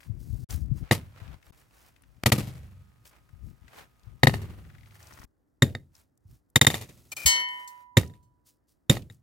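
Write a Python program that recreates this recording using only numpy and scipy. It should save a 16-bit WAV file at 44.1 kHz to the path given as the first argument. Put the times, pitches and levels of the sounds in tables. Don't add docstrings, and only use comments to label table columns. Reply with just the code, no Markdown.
import sys
import numpy as np
from scipy import signal
from scipy.fft import rfft, irfft, next_fast_len
from scipy.io import wavfile
from scipy.ndimage import uniform_filter1d

SR = 44100
rng = np.random.default_rng(int(sys.argv[2]) if len(sys.argv) > 2 else 0)


def generate_wav(signal):
    frames = np.transpose(np.atleast_2d(signal))
    scaled = np.clip(frames, -1, 1) * 32767
    pcm = np.round(scaled).astype(np.int16)
    wavfile.write(sys.argv[1], SR, pcm)


N = 406602

# start in seconds, crush and steel in dB, steel tilt in dB per
# octave, block and thump in dB, thump pitch factor, grit in dB, grit t60 in seconds,
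# left over right in dB.
BLOWS = [(0.909, -20, -19, -1, -16, -9, 0.97, -20, 0.13, 1.5),
         (2.2341, -5.5, -23, -3, -17, -8.5, 0.92, -32.5, 0.24, 2),
         (4.231, -14, -12, -4, -10.5, -8, 1.03, -39.5, 0.15, 3.5),
         (4.293, -36.5, -37, -7, -30, -28, 1.16, -46, .15, -3),
         (5.62, -14.5, -16, 2.5, -45, -5, 1.06, -39.5, 0.15, -0.1),
         (5.748, -50.5, -33, -3.5, -35.5, -27.5, 0.97, -64, 0.1379, -1),
         (6.5566, -7.5, -13.5, 5.5, -33, -12.5, 1.0, -39, 0.25, 0),
         (6.645, -25, -31.5, 4, -31, -30, 0.9, -34, 0.17, 1),
         (7.968, -9, -16, 2, -43, -5.5, 1.02, -32.5, 0.18, -2),
         (8.03, -56.5, -46.5, -15, -46, -35, 0.84, -67, .1, 6),
         (8.096, -70, -60, -1, -70, -50, 0.98, -66, 0.12, 3),
         (8.135, -70, -63, 2, -72, -48, 0.88, -64, 0.13, 1),
         (8.895, -16.5, -20, 7, -30, -4, 1.03, -27.5, 0.18, -1.5),
         (8.967, -36, -42, -3, -33, -34, 1.02, -52, .1, -0.5),
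         (9.097, -66, -53.5, 3.5, -67, -43, 0.93, -56, .08, 3)]
# frequency in Hz, density in dB.
RUSTLE_SPECTRUM = [(1500, -20), (3000, -9.5), (5000, -2.5), (9000, -4), (15000, -5), (17000, -3.5)]
# start in seconds, steady rumble,
# shuffle and rustle in dB, the chips' left over right in dB.
MIC_POSITIONS = [(0, -65.5, -81.5, -86, 12), (5.252, -75.5, -104, -100, 3)]


def gain_of(db):
    return 10 ** (np.asarray(db) / 20)


def replays():
    # time in seconds, jump in ms, crossfade in ms.
    stutters = [(.027, 25.3, 6), (2.2365, 23.7, 4), (2.304, 60, 6), (2.382, 45.1, 8), (4.259, 37.4, 8),
                (4.335, 45.2, 8), (5.05, 42.5, 8), (5.134, 65.6, 8), (5.21, 42.6, 8), (6.584, 54.6, 24),
                (6.654, 54.5, 10), (6.733, 40.2, 8), (6.81, 42.9, 8), (7.137, 48, 12), (7.215, 31.5, 8)]
    # start and end in seconds, jump in ms.
    slowed = [(2.47, 3.0, 41.5), (4.416, 5.0, 49.5), (6.89, 7.1, 50)]
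    hop_s, fade_ms = .0795, 8
    regular = [(s, ms, fade_ms) for start, end, ms in slowed for s in np.arange(start, end, hop_s)]
    return sorted(stutters + regular)


def yard_time(s):
    at, jump_ms, _ = np.transpose(replays())
    return s - (np.asarray(s)[..., None] > at) @ jump_ms / 1000


def add(mix, s, sound, pan_db=0.):
    part = mix[:, round(yard_time(s) * SR):][:, :sound.shape[1]]
    part += sound[:, :part.shape[1]] * gain_of([[pan_db / 2], [-pan_db / 2]])


def noise(size, spectrum, band, same):
    padded = next_fast_len(size, True)
    left, other = rng.standard_normal((2, padded))
    right = same * left + np.sqrt(1 - same ** 2) * other
    hz, (points_hz, db) = np.fft.rfftfreq(padded, 1 / SR), np.transpose(spectrum)
    shape = gain_of(np.interp(np.log(hz + 1), np.log(points_hz), db))
    shape /= np.sqrt((shape[(hz > band[0]) & (hz < band[1])] ** 2).sum() / len(hz))
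    return irfft(rfft([left, right]) * shape, padded)[:, :size]


def flicker(shape, spread_db, width):
    return gain_of(spread_db * uniform_filter1d(rng.standard_normal(shape), width) * np.sqrt(width))


def burst(t, rise, t60):
    return (1 - np.exp(-(t / rise) ** 2)) * gain_of(-60 * t / t60)


def swell(t, start, attack, hold, db, fall_db_per_s):
    rising_db = 20.5 * (start + attack - t) / attack
    falling_db = fall_db_per_s * (t - start - attack - hold)
    return gain_of(2 * (db - np.maximum(np.maximum(rising_db, falling_db), 0)))


def dirt_power(t, heard, at_side):
    # start, attack and hold in seconds, shuffle and rustle in dB.
    scuffs = [(0, 0.004, 0.062, -74.5, -74), (0.144, 0.064, 0.41, -89, -72.5),
              (0.488, .015, 0.035, -58, -54.5), (0.731, 0.042, 0.013, -70, -67),
              (.8, .04, 0.059, -67.5, -85), (1.086, 0.094, .16, -65, -82.5),
              (1.405, 0.049, 0.084, -73, -78), (1.546, 0.029, 0.039, -74, -74.5),
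              (1.66, 0.1, 0.13, -72, -74.5), (3.047, 0.0077, 0.02, -71, -64.5),
              (3.08, 0.043, 0.052, -71, -87.5), (3.4, 0.052, .05, -86, -78.5),
              (3.66, 0.12, 0.027, -57, -67), (3.97, 0.083, 0.048, -76.5, -91), (4.75, 0.21, 0.34, -67, -70),
              (5.92, 0.032, .05, -77, -74), (6.24, 0.071, 0.043, -84, -77), (6.74, .04, .33, -85, -75),
              (7.113, 0.0067, .13, -58, -55), (7.26, 0.015, 0.14, -56, -60),
              (7.449, .03, 0.15, -69.5, -70.5), (7.638, .03, .15, -77, -80.5),
              (8.45, .015, .02, -84.5, -68), (8.67, .015, .03, -100, -80), (9.09, 0.024, .02, -83, -76)]
    # dB over the thump, fall in dB a second.
    settling = [
        [(-26.5, 81), (-49, 104.5), (-64, 109.5)],
        [(-33, 90), (-59.5, 189.5), (-66, 170)],
    ]
    side, ground = np.array(MIC_POSITIONS)
    move_s = ground[0]
    power = np.zeros((3, len(t)))
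    power[1:] = gain_of(2 * np.where(at_side, side[2:4, None], ground[2:4, None]))
    for s, _, _, _, _, thump_db, *_ in BLOWS:
        audible = at_side == (s < move_s)
        for layer, (db, fall) in enumerate(settling[int(s > move_s)]):
            power[layer] += swell(t, yard_time(s), 0.014, 0, thump_db + db, fall) * audible
    for s, attack, hold, *layers_db in scuffs:
        audible = at_side == (s < move_s)
        power[1:] += [swell(heard, s, attack, hold, db, 329.5) * audible for db in layers_db]
    return power


def grip_power(heard, at_side):
    # start, attack and hold in seconds, level in dB.
    grips = [(0.052, .05, 0.34, -39.5), (0.481, 0.032, 0.31, -36.5), (1.185, 0.054, 0.1, -45.5),
             (1.437, 0.047, .02, -55.5), (1.982, .05, 0.15, -61.5), (3.3, 0.17, .04, -44.5),
             (3.609, 0.035, 0.013, -53.5), (3.75, 0.047, .04, -58), (4.0, 0.083, 0.093, -53.5),
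             (5.171, 0.027, .04, -42.5), (6.22, .08, 0.056, -55.5)]
    side, ground = MIC_POSITIONS
    steady = gain_of(2 * np.where(at_side, side[1], ground[1]))
    grip = sum(swell(heard, *row, fall_db_per_s=400.5) * (at_side == (row[0] < ground[0]))
               for row in grips)
    grip *= flicker(len(heard), spread_db=2.5, width=40) ** 2
    left_db = 18.5 * at_side
    ports = 2 / (1 + gain_of([-left_db, left_db]))
    return steady + grip * ports ** 2


def background():
    # frequency in Hz, density in dB.
    rumble_spectrum = [(12, -46), (20, -20.5), (53, 3.5), (91, -5), (128, -5.5), (216, -18.5), (295, -23),
                       (475, -40.5), (700, -46.5), (910, -65.5), (1540, -120)]
    ground_spectrum = [(25, -18), (55, -6.5), (100, -0.5), (140, -7), (250, -26), (600, -54)]
    shuffle_spectrum = [(150, -7.5), (350, 0), (600, 1.5), (1300, 1), (2500, -3.5), (5000, -14),
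                        (9000, -22)]
    air_spectrum = [(88, -41), (150, -12), (300, -2), (361, -10.5), (2000, -28.5), (2600, -60.5),
                    (4400, -120)]
    t = np.arange(N) / SR
    coarse = t[::32]
    heard = np.interp(coarse, np.maximum.accumulate(yard_time(coarse)), coarse)
    at_side = heard < MIC_POSITIONS[1][0]
    powers = [*grip_power(heard, at_side), *dirt_power(coarse, heard, at_side)]
    levels = np.array([np.interp(t, coarse, np.sqrt(power)) for power in powers])
    rumble, (soil, shuffle, rustle) = levels[:2], levels[2:]
    grains = flicker((2, N), spread_db=1.6, width=200)
    crackle = (rng.random((2, N)) < 120 / SR) * rng.exponential(0.69, (2, N))
    grains += signal.lfilter([1], [1, -np.exp(-1 / (0.0011 * SR))], crackle)
    return (rumble * noise(N, rumble_spectrum, (40, 300), same=0.36)
            + gain_of(-78.5) * noise(N, air_spectrum, (250, 900), same=0.16)
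            + soil * noise(N, ground_spectrum, (40, 1200), same=.85)
            + shuffle * grains[0] * noise(N, shuffle_spectrum, (1100, 1700), same=0.17)
            + rustle * grains[1] * noise(N, RUSTLE_SPECTRUM, (9500, 15000), same=1.0)
            + far_hum(t, np.interp(t, coarse, heard)))


def chip(db, hz):
    t = np.arange(3000) / SR
    colour = [(hz / 4, -30), (hz * .75, -6), (hz, 0), (hz * 1.35, -6), (hz * 2.5, -16), (hz * 8, -30)]
    t60 = 0.027 * (hz / 2000) ** -0.43
    return gain_of(db - 4.5) * noise(len(t), colour, (0, SR), same=0.54) * burst(t, 0.0018, t60)


def low_thump(db, hz):
    t = np.arange(SR // 5) / SR
    return gain_of(db) * np.sin(2 * np.pi * hz * t) * burst(t, 0.0038, 0.091) * np.ones((2, 1))


def ring(force, modes, tilt_db=0.):
    t = np.arange(SR // 10) / SR
    detune, port_radians = 0.0079, 1.2
    body = np.zeros((2, len(t)))
    for hz, db, t60 in modes:
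        shift, turn = rng.standard_normal(2)
        envelope = gain_of(db + tilt_db * np.log2(hz / 2000) - 60 * t / t60)
        port_phase = [[0], [port_radians * turn * min(hz / 1200, 1)]]
        body += envelope * np.sin(2 * np.pi * hz * (1 + detune * shift) * t + port_phase)
    unit_force = force / np.linalg.norm(force, axis=1).mean()
    return signal.fftconvolve(unit_force, body, axes=1)[:, :force.shape[1]]


def point_blow(crush_db, steel_db, tilt_db, block_db, thump_db, pitch, grit_db, grit_t60):
    # frequency in Hz, level in dB, t60 in seconds.
    steel_modes = [(1880, .1, .025), (2020, -.5, .016), (3700, .5, .022), (5600, -17, .012),
                   (7100, -6, .02), (9000, -13, .012), (10900, -16, .01), (12600, -15, .01),
                   (14200, -14, .01)]
    block_modes = [(480, -9.5, 0.0066), (767, 3.5, 0.0083), (1250, -17.5, 0.059), (2810, -2, 0.0069),
                   (4360, -9, .02)]
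    # frequency in Hz, density in dB.
    crush_spectrum = [(240, -20), (400, -6.5), (1270, -14.5), (1500, -24), (1990, -12.5), (5550, -19.5),
                      (14100, -22), (15700, -36.5), (16500, -55.5)]
    t = np.arange(SR // 2) / SR
    grains = flicker(len(t), spread_db=3.7, width=60)
    grinding = burst(t, .0035, .018) + .05 * grains * burst(t, .01, .15)
    force = noise(len(t), [(200, -20), (1000, 0), (16500, 0)], (0, SR), same=.55) * grinding
    force += 4.0 * np.exp(-((t - .003) / .00003) ** 2)
    crush = gain_of(crush_db) * burst(t, 0.0054, 0.037)
    grit = gain_of(grit_db) * grains * burst(t, 0.01, grit_t60)
    return ((crush + grit) * noise(len(t), crush_spectrum, (400, 16000), same=0.48)
            + gain_of(thump_db) * soil_thump(t, pitch)
            + gain_of(steel_db) * ring(force, steel_modes, tilt_db)
            + gain_of(block_db) * ring(force, block_modes))


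def soil_thump(t, pitch):
    # frequency in Hz at pitch 1, level in dB.
    soil_modes = [(125, -4), (230, -11), (330, -18), (520, -19.5)]
    # frequency in Hz, density in dB.
    tail_spectrum = [(40, -25), (100, 3), (160, -5), (300, -12.5), (600, -22.5), (1200, -50.5)]
    late = np.maximum(t - .0012, 0)
    swing = sum(gain_of(db) * np.sin(2 * np.pi * hz * pitch * late) for hz, db in soil_modes)
    envelope = (1 - np.exp(-late / .003)) * np.exp(-(late * pitch / .019) ** 4)
    tail = noise(len(t), tail_spectrum, (40, 1200), same=.9) * burst(t, 0.0051, .3)
    return swing * envelope + gain_of(-17.5) * tail


def chip_spray(thump_db):
    count, wait_s, low_hz, high_hz = 8, .06, 1400, 5000
    out = np.zeros((2, SR))
    for wait, size, pitch, side in rng.random((count, 4)):
        late = -wait_s * np.log(1 - .99 * wait)
        hz = low_hz * (high_hz / low_hz) ** pitch
        db = thump_db - 43.5 - 4.5 * np.log(size + 0.056) - 60 * late
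        tick = chip(db, hz) * gain_of([[10 * side - 5], [5 - 10 * side]])
        out[:, round((late + .02) * SR):][:, :tick.shape[1]] += tick
    return out


def far_hum(t, heard):
    start_s, stop_s, hz, db = 2.65, 4.9, 1245, -79
    waver = 2.7 * np.sin(2 * np.pi * 3.2 * t)
    return gain_of(db) * np.sin(2 * np.pi * hz * t + waver) * (heard > start_s) * (heard < stop_s)


def ringing_strike(ring_db, free, crack_db, tilt_db):
    # frequency in Hz, left and right in dB, t60 in seconds.
    bending_modes = [(783, -43, -48, .33), (982, -45, -33, 1.47), (1371, -49, -42, .25),
                     (1841, -28, -31, .75), (2047, -33, -36, .85), (2186, -25, -31, .6),
                     (3035, -24, -27, .61), (3309, -42, -37, .3), (3889, -34, -39, .28),
                     (4343, -27, -26, .35), (4798, -32, -41, .2), (5183, -31, -35, .22),
                     (5650, -31, -38, .33), (6566, -23, -29, .25), (7080, -29, -30, .14),
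                     (7385, -26, -28, .12), (7930, -28, -40, .18), (8315, -27, -39, .18),
                     (10870, -34, -36, .12)]
    t = np.arange(round(1.4 * free * SR) + SR // 4) / SR
    hz, *sides_db, t60 = np.transpose(bending_modes)
    envelopes = gain_of(tilt_db * np.log2(hz / 2000) - 60 * (t[:, None] / (t60 * free)) ** 1.5)
    waves = [np.sin(2 * np.pi * hz * (t[:, None] - late)) for late in (0, .00024)]
    ringing = np.array([(envelopes * wave) @ gain_of(db) for wave, db in zip(waves, sides_db)])
    snap = burst(t, 0.0024788, 0.15) + 0.1 * burst(t, 0.008711, 0.1)
    crack = noise(len(t), RUSTLE_SPECTRUM, (2000, 16000), same=0.43) * snap
    return gain_of(ring_db) * ringing * burst(t, 0.0024, np.inf) + gain_of(crack_db) * crack


def edge_graze(db, hz, t60):
    t = np.arange(SR // 2) / SR
    line = [(hz * .9, -40), (hz * .975, -8), (hz, 0), (hz * 1.025, -8), (hz * 1.1, -40)]
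    return gain_of(db) * noise(len(t), line, (0, SR), same=.7) * burst(t, .002, t60)


def scene():
    # start in
    # seconds, ring in dB, share of the free ring time, crack in dB, ring tilt in dB per octave.
    strikes = [(7.116, -24.5, 0.2, -41, 5.5), (7.258, 2, 0.98, -17, 1.5), (7.674, -44, 0.2, -50, 13),
               (8.226, -69.5, 0.46, -75, 9)]
    # start in seconds, level in dB, pitch in Hz, left over right in dB.
    thumps = [(0.095, -30, 103, 31.5), (0.297, -31, 63.5, 28), (0.327, -31, 100, 28),
              (0.545, -27.5, 69, 34), (0.614, -32, 85, 34), (0.696, -27, 48.9, 27),
              (0.713, -23.5, 125.4, 29.5), (0.749, -43.5, 119, 34), (1.215, -35.5, 96, 21),
              (3.329, -51.5, 87, 38), (3.434, -46, 93.4, 42.5), (3.615, -50, 69, 28),
              (4.066, -40.5, 100.5, 23.5), (5.185, -48, 75.4, 7), (6.252, -40, 94, -2),
              (7.252, -23, 71, 19)]
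    # start in seconds, level in dB, centre in Hz.
    chips = [(.004, -45, 1850), (.5055, -25, 5770), (.56, -33, 12000), (.889, -49, 2000), (1.18, -55, 4000),
             (1.277, -47, 2424), (1.426, -49, 2230), (1.961, -50, 2300), (2.0203, -46.5, 9730),
             (2.0344, -52, 1890), (3.0527, -45.5, 2780), (3.2894, -53, 1400), (3.679, -45, 1956),
             (3.9937, -56.5, 4380), (4.0318, -53, 4480), (4.648, -52.5, 1940), (4.781, -49.5, 2100),
             (4.808, -49.5, 2500), (4.953, -49.5, 1990), (5.027, -42, 6000), (5.108, -43.5, 1300),
             (5.1276, -44, 5400), (5.9509, -41.5, 5470), (6.0128, -49, 11000), (6.1744, -51.5, 7788),
             (6.4998, -47.5, 11000), (6.779, -28, 9800), (7.362, -25, 4000), (7.398, -33, 9600),
             (7.4865, -38, 4700), (8.0755, -41.5, 6100), (9.1444, -50.5, 7760)]
    mix = background()
    for s, *row in strikes:
        add(mix, s, ringing_strike(*row))
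    for s, *row, pan_db in BLOWS:
        add(mix, s, point_blow(*row), pan_db)
    add(mix, 7.119, edge_graze(db=-37, hz=2400, t60=.33), pan_db=7)
    for s, db, hz, pan_db in thumps:
        add(mix, s, low_thump(db, hz), pan_db)
    side, ground = MIC_POSITIONS
    for s, db, hz in chips:
        add(mix, s, chip(db, hz), pan_db=ground[-1] if s > ground[0] else side[-1])
    for s, _, _, _, _, thump_db, *_ in BLOWS:
        add(mix, s, chip_spray(thump_db))
    return mix


def record(dry):
    gaps = [(0.445, 0.4885), (1.508, 1.523)]
    t, out, back = np.arange(N) / SR, dry.copy(), 0
    for s, jump_ms, fade_ms in replays():
        back += round(jump_ms * SR / 1000)
        start, size = round((s - fade_ms / 2000) * SR), round(fade_ms * SR / 1000)
        old, fade = out[:, start:start + size].copy(), np.arange(size) / size
        out[:, start:] = np.pad(dry, ((0, 0), (back, 0)))[:, start:N]
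        out[:, start:start + size] = old * (1 - fade) + out[:, start:start + size] * fade
    for start, stop in gaps:
        out *= np.clip(np.maximum(start - t, t - stop) / 0.001, 0, 1)
    low_hz, high_hz = 55, 16200
    out = signal.sosfilt(signal.butter(2, low_hz, "high", fs=SR, output="sos"), out)
    out = 1.021 * np.tanh(out / 0.88)
    lowpass = signal.firwin(511, high_hz, window=("kaiser", 9), fs=SR)
    return signal.oaconvolve(out, lowpass[None], "same", axes=1)


dry = scene()
out = record(dry)
generate_wav(out)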